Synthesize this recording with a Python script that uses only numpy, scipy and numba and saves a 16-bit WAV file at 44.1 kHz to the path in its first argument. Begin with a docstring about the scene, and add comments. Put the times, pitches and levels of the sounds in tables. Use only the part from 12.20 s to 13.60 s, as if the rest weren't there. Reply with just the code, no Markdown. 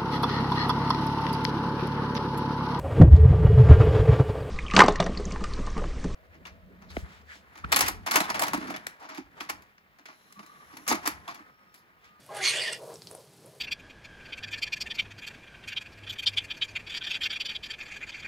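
"""Open stony ground: a vulture hisses once over a low wind rumble, grit ticks and soft low whooshes.
A peep and a thin groan (wavering sines) open it; rasping air, noise pulsed in irregular puffs, rings
the throat, sharpens to a near whistle and ends in a tiny squeak, a short buzz of harmonics.
The whooshes, probably wingbeats, are swelling band-passed noise; grit is fine crackle plus
decaying clicks. Wind is gusting coloured noise; the ground adds a short echo."""
import sys
import numpy as np
from scipy import signal
from scipy.fft import rfft, irfft
from scipy.io import wavfile
from scipy.ndimage import uniform_filter1d
from numba import njit

SR = 44100
rng = np.random.default_rng(int(sys.argv[2]) if len(sys.argv) > 2 else 0)


def log_audio(samples):
    """Write samples as a 16-bit WAV file to the path given in sys.argv[1]."""
    # one column per channel
    frames = np.atleast_2d(samples).T
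    # limit to full scale, then quantise
    limited = np.clip(frames, -1, 1)
    pcm = np.round(limited * 32767).astype(np.int16)
    wavfile.write(sys.argv[1], SR, pcm)


N = 61739

# Wind rumble level. Each row: time in seconds, level in dB.
GUSTS = [(.16, -59.5), (.21, -51.5), (.27, -57), (.7, -57), (.76, -54.5), (1.05, -63), (1.26, -56.5),
         (1.39, -62.5)]
# Spectra of wind rumble and distant hush. Each row: frequency in Hz, relative level in dB.
RUMBLE_SPECTRUM = [(55, -28), (72, -18), (95, -9.5), (130, -1), (175, -5), (240, -13.5), (330, -11),
                   (600, -16.5), (1500, -29.5), (4000, -47)]
DISTANT_SPECTRUM = [(300, -19), (600, 4), (1500, -1.5), (3000, -3), (8500, -11.5), (12000, -16),
                    (15500, -29)]
DISTANT_DB = -65

# Level of grit scuffed underfoot. Each row: time in seconds, level in dB.
SCUFF = [(0, -63.5), (.55, -58), (.745, -55), (.79, -58.5), (.9, -56.5), (1.08, -62.5), (1.39, -62.5)]
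# Ring of the finest grit. Each row: centre in Hz, level in dB re scuff.
GRIT_RINGS = [(4500, -5), (7500, -11.5), (10000, -4), (12500, -23)]
# Grit ticks. Each row: start in seconds, level in dB, ring in Hz, share of dull knock (0-1).
TICKS = [(.064, -42.5, 10700, 0.2), (0.741, -35, 8190, 0), (0.757, -39, 5580, 0.4),
         (0.82, -35.5, 4500, 0.28), (0.8714, -30.5, 4300, 0.2), (0.9127, -35.5, 9600, 0.97),
         (0.9504, -35.5, 9600, 0.94), (1.2602, -39, 9840, 0.15)]
GRIT_PER_S, GRIT_JITTER, GRIT_SPREAD_DB = 1100, 0.61, 3.5
GRIT_WIDTH_RATIO, TICK_TAIL_WIDTH_RATIO = 0.77, 0.4  # width / centre
TICK_ATTACK_S, TICK_DECAY_S, TICK_CRACK_DB, TICK_CRACK_WIDTH_HZ = 0.00012, 0.00072, -3.5, 7100
TICK_TAIL_S, TICK_TAIL_DB = 0.014, -19.5
KNOCK_HZ, KNOCK_DECAY_S, KNOCK_DB = 759.5, 0.0003, 9

# Wingbeats. Each row: peak in seconds, rise in seconds, fall in seconds, level in dB before WING_DB,
# centre in Hz.
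WINGBEATS = [(0.14, 0.03, 0.07, -42.5, 624), (0.384, 0.053, 0.043, -43, 536),
             (0.508, 0.036, 0.027, -43, 550), (0.64, 0.058, 0.04, -45.5, 521),
             (0.714, 0.03, 0.028, -42.5, 511), (.947, 0.038, 0.063, -51.5, 516),
             (1.267, 0.028, 0.024, -53.5, 480), (1.35, .014, 0.024, -58, 470)]
# Feathers brushing. Each row: frequency in Hz, relative level in dB.
FEATHER_SPECTRUM = [(300, -17), (1000, 22), (2000, -23), (4500, -9), (9000, -0.5), (12000, -9),
                    (15500, -18)]
# Narrow strands in the whoosh. Each row: centre in Hz, width in Hz, lift in dB.
WING_HOLLOW = [(456.4, 22, 7.5), (520, 9.3, 5), (630.3, 12.4, 9.5)]
WING_WIDTH_RATIO, WING_SKIRT_DB, FEATHER_DB, WING_DB = 0.66, -16, -9, -2.5

# Opening groan. Each row: time in seconds, pitch in Hz, fundamental in dB, overtones in dB.
WHEEZE = [(.085, 411, -90, -85), (.104, 403.8, -64, -52.5), (.18, 414, -58, -41.5),
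          (.2, 392.3, -49.5, -49.5), (.228, 381.3, -48, -47), (.258, 381.3, -57, -65),
          (.31, 382.4, -57, -70), (.36, 404.9, -52, -58), (.39, 410, -69, -77.5)]
# Its overtones. Each row: multiple of the pitch, level in dB re the overtone column.
WHEEZE_PARTIALS = [(2, 2), (3, -12), (4, -8), (5, -10.5)]
WHEEZE_WAVER_RATIO, WHEEZE_FLUTTER_DB = .02, 3.2  # rms
PEEP_S, PEEP_HZ, PEEP_DB, PEEP_DECAY_S = 0.0896, 1075, -44.5, 0.027

# Force of the hiss. Each row: time in seconds, level in dB before WINDPIPE_DB.
EFFORT = [(.09, -62), (.14, -49), (.174, -41), (.196, -42), (.228, -31.5), (.246, -26), (.282, -23.5),
          (.325, -30.5), (.394, -33.5), (.49, -35.5), (.512, -44), (.55, -42), (.578, -53.5), (.63, -91)]
# Broad rush of air. Each row: frequency in Hz, relative level in dB.
AIR_SPECTRUM = [(250, -28), (450, -13), (1300, -6), (1900, 0.5), (4000, 1.5), (6300, -2), (7700, -6.5),
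                (9600, -8.5), (11500, -12.5), (15500, -39)]
# Main throat resonance, then whistling resonance of the glottis.
# Each row: time in seconds, centre in Hz, width per filter stage in Hz, level in dB re effort.
THROAT = [(.17, 1600, 910, -5), (.206, 1500, 500, 2), (.214, 2010, 330, 2), (.25, 2084, 480, -5.5),
          (.28, 2280, 444, -8), (.31, 2110, 550, -11), (.335, 1834, 700, -2.5), (.385, 1780, 500, -5.5),
          (.43, 2030, 700, -1.5), (.453, 1930, 330, 0), (.485, 1840, 196, 5.5), (.52, 1880, 400, -0.5)]
GLOTTIS = [(.228, 4140, 900, -14.5), (.242, 4200, 800, -5), (.266, 4470, 300, -3), (.288, 4220, 654, -2.5),
           (.315, 4260, 700, -4.5), (.335, 4410, 900, -26), (.402, 5100, 900, -8.5), (.414, 4800, 750, 2.5),
           (.433, 4500, 750, 1), (.453, 4700, 950, -5.5), (.476, 4860, 1000, -3.5), (.55, 5000, 1100, -4.5)]
# Second (mouth) resonance, resonance under the palate, air at the beak.
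# Each row: time in seconds, centre in Hz, level in dB re effort.
MOUTH = [(.2, 3170, -13), (.25, 3450, -24), (.29, 3230, -11), (.335, 2590, -8), (.385, 3100, 2),
         (.44, 2540, -8), (.48, 3110, -1.5), (.55, 2880, -3)]
PALATE = [(.215, 6560, -16), (.245, 6500, -4), (.28, 5820, -7), (.315, 6470, -7.5), (.35, 7300, -7.5),
          (.372, 7600, -5.5), (.4, 7600, -10), (.43, 8100, -9), (.5, 7740, -14)]
BEAK = [(.14, 9600, -29), (.225, 9700, -8), (.25, 9200, -27), (.295, 9000, -2.5), (.34, 9100, -16),
        (.368, 8970, -4.5), (.395, 8950, -17), (.425, 8980, -7.5), (.49, 9500, -16.5), (.525, 8300, -2),
        (.57, 8420, -32)]
MOUTH_WIDTH_HZ, PALATE_WIDTH_HZ, BEAK_WIDTH_HZ = 1000, 1500, 1700  # per filter stage
# Fixed windpipe resonances. Each row: centre in Hz, width in Hz, lift in dB.
WINDPIPE = [(1110, 160, 6), (1860, 90, 3), (2225, 70, 6), (2450, 110, 8), (2830, 80, 8), (3450, 110, 10),
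            (4420, 130, 6)]
WINDPIPE_DB = -3.5
RASP_PER_S, RASP_JITTER, RASP_SCATTER_DB = 300, .3, 2.5
RASP_DECAY_S, RASP_SMOOTH = .0018, 1.1  # RASP_SMOOTH: steady flow under the puffs
SUSTAIN_S = .016
AIR_DB, AIR_SAG_DB_PER_DB, AIR_SAG_RANGE_DB = -2, 0.24, 10  # sag: loss per dB of effort below peak

# Spits of air as the beak opens and closes. Each row: start in seconds, decay in seconds, level in dB.
SPITS = [(.147, 0.031, -46.5), (0.167, 0.013, -42), (0.527, 0.0058, -41), (0.546, 0.0034, -46.5)]
# Their colour. Each row: frequency in Hz, relative level in dB.
SPIT_SPECTRUM = [(1000, -6), (3400, -4), (5500, -10), (6800, -4), (9800, 6), (12500, -11), (15500, -26)]

TONE_S, TONE_HZ, TONE_DB, TONE_SPREAD_S = 0.2696, 4410, -27, 0.013

SQUEAK_S, SQUEAK_HZ, SQUEAK_DB = .5335, 718.7, -29
SQUEAK_RISE_S, SQUEAK_FALL_S, SQUEAK_JITTER_RATIO = 0.0074, 0.0018, 0.0128
# Squeak colour. Each row: frequency in Hz, relative level in dB.
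SQUEAK_SPECTRUM = [(600, -44), (1500, -6), (2880, 2), (3600, -3.5), (5700, -4.5), (7100, -9), (8000, 1),
                   (8700, 2), (9500, -22), (15000, -31)]

# Side of the bird. Each row: frequency in Hz, left minus right in dB.
BIRD_BALANCE = [(400, 0.5), (2400, -3), (4400, -3), (8100, -.3)]
# Width of the ground's echo. Each row: frequency in Hz, side level in dB re middle.
ECHO_WIDTH = [(120, -28), (700, -2.5), (2500, 4), (5000, 2.5), (8000, -8.5), (12000, 3.5)]
BIRD_ECHO_DB, AROUND_ECHO_DB, ECHO_T60_S = -10, -10, .13
LOW_CUT_HZ, TOP_HZ = 82, 15600


def undb(db):
    """Decibels to gain."""
    return 10 ** (np.asarray(db) / 20)


def unit(x):
    """Scale to rms 1."""
    return x / (np.sqrt(np.mean(x ** 2)) + 1e-12)


def since(start_s):
    """Seconds after start_s, negative before it."""
    return np.arange(N) / SR - start_s


def curve(rows):
    """Each column of a table, joined by straight lines in time."""
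    rows = np.array(rows, float)
    rows = rows[np.argsort(rows[:, 0])]
    return [np.interp(since(0), rows[:, 0], col) for col in rows[:, 1:].T]


def response(points):
    """A table of (Hz, dB) on the frequency grid, joined over log frequency."""
    hz, db = np.array(points, float).T
    return np.interp(np.log(np.fft.rfftfreq(N, 1 / SR) + 1), np.log(hz), db)


def equalize(x, db):
    """Apply a dB gain per frequency bin."""
    return irfft(rfft(x) * undb(db), N)


def colour(x, points):
    """Shape a spectrum, at rms 1."""
    return unit(equalize(x, response(points)))


def noise():
    """White noise, rms 1."""
    return rng.standard_normal(N)


def waver():
    """Random waver, rms 1, mostly below about 100 Hz."""
    return colour(noise(), [(5, 0), (70, 0), (200, -30), (1000, -100)])


def turning(hz):
    """Phase in radians of a moving pitch."""
    return 2 * np.pi * np.cumsum(hz) / SR


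@njit
def svf(x, g, k):
    """State-variable band-pass with moving centre and width."""
    y, band, low = np.empty(len(x)), 0., 0.
    for i in range(len(x)):
        v = (band + g[i] * (x[i] + 1e-18 - low)) / (1 + g[i] * (g[i] + k[i]))
        band, low, y[i] = 2 * v - band, low + 2 * g[i] * v, k[i] * v
    return y


def ring(x, hz, width_hz, order=2):
    """Cascaded resonance; white noise keeps about the same level whatever the width."""
    angle = np.pi * np.clip(hz * np.ones(N), 20, SR * .45) / SR
    width = np.maximum(width_hz * np.ones(N), 20)
    for _ in range(order):
        x = svf(x, np.tan(angle), 2 * np.pi * width / SR / np.sin(2 * angle))
    return x * np.sqrt(order * SR / (np.pi * width))


def lift(x, bands):
    """Raise narrow bands by adding resonant peaks."""
    out = x
    for hz, width_hz, db in bands:
        b, a = signal.iirpeak(hz, hz / width_hz, SR)
        out = out + (undb(db) - 1) * signal.lfilter(b, a, x)
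    return out


def pulses(rate, jitter, scatter_db):
    """Clicks of uneven size, with log-normal gaps of median 1 / rate."""
    chance = rng.standard_normal((N // 20, 2))
    at = np.cumsum(np.exp(jitter * chance[:, 0])) * SR / rate
    keep = at < N - 2
    at, size, out = at[keep], undb(scatter_db * chance[keep, 1]), np.zeros(N)
    # split each click between two samples for sub-sample timing
    np.add.at(out, at.astype(int), size * (1 - at % 1))
    np.add.at(out, at.astype(int) + 1, size * (at % 1))
    return out


def sustain(x):
    """Steady air holds a resonance at an even level; only its fine grain stays."""
    power = np.abs(uniform_filter1d(x ** 2, int(SUSTAIN_S * SR)))
    return x / np.sqrt(power + 1e-12)


def wind():
    """Gusting low rumble under a steady distant hush, both coloured noise."""
    rumble = undb(curve(GUSTS)[0]) * colour(noise(), RUMBLE_SPECTRUM)
    return rumble + undb(DISTANT_DB) * colour(noise(), DISTANT_SPECTRUM)


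def grit():
    """Small stones ring and knock, damped within milliseconds, over a fine crackle of tiny impacts."""
    crackle = 0
    for hz, db in GRIT_RINGS:
        impacts = pulses(GRIT_PER_S, GRIT_JITTER, GRIT_SPREAD_DB)
        crackle = crackle + undb(db) * unit(ring(impacts, hz, GRIT_WIDTH_RATIO * hz))
    out = undb(curve(SCUFF)[0]) * crackle
    for start, db, hz, knock in TICKS:
        t = since(start)
        age = np.maximum(t, 0)
        crack = undb(TICK_CRACK_DB) * ring(noise(), hz, TICK_CRACK_WIDTH_HZ, order=4)
        swell = np.tanh(age / TICK_ATTACK_S) * np.exp(-age / TICK_DECAY_S)
        stone = swell * (np.sin(2 * np.pi * hz * age) + crack)
        rattle = np.exp(-age / TICK_TAIL_S) * ring(noise(), hz, TICK_TAIL_WIDTH_RATIO * hz)
        thud = np.exp(-age / KNOCK_DECAY_S) * np.sin(2 * np.pi * KNOCK_HZ * age)
        tick = stone + undb(TICK_TAIL_DB) * rattle - knock * undb(KNOCK_DB) * thud
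        out = out + undb(db) * (t >= 0) * tick
    return out


def wings():
    """Each beat pushes a hollow whoosh of band-passed air; the feathers brush along."""
    out = 0
    for peak, rise, fall, db, hz in WINGBEATS:
        t = since(peak)
        swell = np.exp(-np.maximum(-t / rise, t / fall) ** 2 / 2)
        air = ring(noise(), hz, WING_WIDTH_RATIO * hz)
        skirt = undb(WING_SKIRT_DB) * ring(noise(), hz, hz, order=1)
        feathers = undb(FEATHER_DB) * colour(noise(), FEATHER_SPECTRUM)
        out = out + undb(db) * swell * (air + skirt + feathers)
    return undb(WING_DB) * lift(out, WING_HOLLOW)


def wheeze():
    """Short peep, then an unsteady groan that loses its overtones as the air nears full force."""
    hz, low_db, high_db = curve(WHEEZE)
    phase = turning(hz * (1 + WHEEZE_WAVER_RATIO * waver()))
    partials = [(0.99, low_db)]  # fundamental slightly flat of its overtones
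    partials += [(round(k), high_db + db) for k, db in WHEEZE_PARTIALS]
    groan = 0
    for k, db in partials:
        groan = groan + undb(db + WHEEZE_FLUTTER_DB * waver()) * np.sin(k * phase)
    age = np.maximum(since(PEEP_S), 0)
    swell = np.tanh(10 * age / PEEP_DECAY_S) * np.exp(-age / PEEP_DECAY_S)
    peep = undb(PEEP_DB) * swell * np.sin(2 * np.pi * PEEP_HZ * age)
    return np.sqrt(2) * (groan + peep)  # levels are rms


def hiss():
    """Air torn into irregular puffs rings throat, glottis, mouth, palate and beak over a broad rush."""
    clicks = pulses(RASP_PER_S, RASP_JITTER, RASP_SCATTER_DB)
    puffs = signal.lfilter([1], [1, -np.exp(-1 / (RASP_DECAY_S * SR))], clicks)
    rasp = unit(RASP_SMOOTH + unit(puffs))
    effort_db = curve(EFFORT)[0]
    below_peak_db = np.minimum(effort_db.max() - effort_db, AIR_SAG_RANGE_DB)
    rush_db = AIR_DB - AIR_SAG_DB_PER_DB * below_peak_db
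    out = undb(rush_db) * colour(rasp * noise(), AIR_SPECTRUM)
    cavities = [curve(THROAT), curve(GLOTTIS)]
    for table, width_hz in ((MOUTH, MOUTH_WIDTH_HZ), (PALATE, PALATE_WIDTH_HZ), (BEAK, BEAK_WIDTH_HZ)):
        hz, db = curve(table)
        cavities.append((hz, width_hz, db))
    for hz, width_hz, db in cavities:
        out = out + undb(db) * sustain(ring(rasp * noise(), hz, width_hz, order=3))
    return out * undb(effort_db)


def spits():
    """Sudden bright puffs of noise that fade at once."""
    level = 0
    for start, decay, db in SPITS:
        t = since(start)
        level = level + undb(db) * (t >= 0) * np.exp(-np.abs(t) / decay)
    return level * colour(noise(), SPIT_SPECTRUM)


def whistle():
    """Near full force the jet at the glottis locks into a short unsteady whistle."""
    phase = turning(TONE_HZ * (1 + WHEEZE_WAVER_RATIO / 2 * waver()))
    swell = np.exp(-(since(TONE_S) / TONE_SPREAD_S) ** 2 / 2)
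    return np.sqrt(2) * undb(TONE_DB) * swell * np.sin(phase)


def squeak():
    """The closing airway buzzes for a few cycles; random harmonic phases smear each pulse."""
    t = since(SQUEAK_S)
    swell = np.exp(-np.maximum(-t / SQUEAK_RISE_S, t / SQUEAK_FALL_S))
    phase = turning(SQUEAK_HZ * (1 + SQUEAK_JITTER_RATIO * waver()))
    lags = rng.uniform(0, 2 * np.pi, size=18)
    buzz = sum(np.cos(k * phase + lag) for k, lag in enumerate(lags, 1))
    return undb(SQUEAK_DB) * swell * colour(buzz, SQUEAK_SPECTRUM)


def scatter(x, t60_s):
    """Stony ground throws back a short diffuse tail, widest around the middle frequencies."""
    t = np.arange(N // 4) / SR
    tails = rng.standard_normal((2, len(t))) * undb(-60 * t / t60_s)
    mid, side = (signal.fftconvolve(x, tail / np.linalg.norm(tail))[:N] for tail in tails)
    side = equalize(side, response(ECHO_WIDTH))
    return np.array([mid + side, mid - side]) / np.sqrt(2)


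def scene():
    """Bird a little to the right; wings, grit and wind in the middle; echo in stereo."""
    bird = undb(WINDPIPE_DB) * lift(hiss(), WINDPIPE) + wheeze() + whistle() + spits() + squeak()
    around = wings() + grit()
    half_db = response(BIRD_BALANCE) / 2
    placed = np.array([equalize(bird, half_db), equalize(bird, -half_db)])
    echo = scatter(undb(BIRD_ECHO_DB) * bird + undb(AROUND_ECHO_DB) * around, ECHO_T60_S)
    return placed + around + wind() + echo


def record(dry):
    """High-pass the deepest rumble, then low-pass steeply at the top."""
    low_cut = signal.butter(4, LOW_CUT_HZ, "high", fs=SR, output="sos")
    top_cut = signal.ellip(10, .1, 80, TOP_HZ, fs=SR, output="sos")
    return signal.sosfilt(top_cut, signal.sosfilt(low_cut, dry))


dry = scene()
out = record(dry)
log_audio(out)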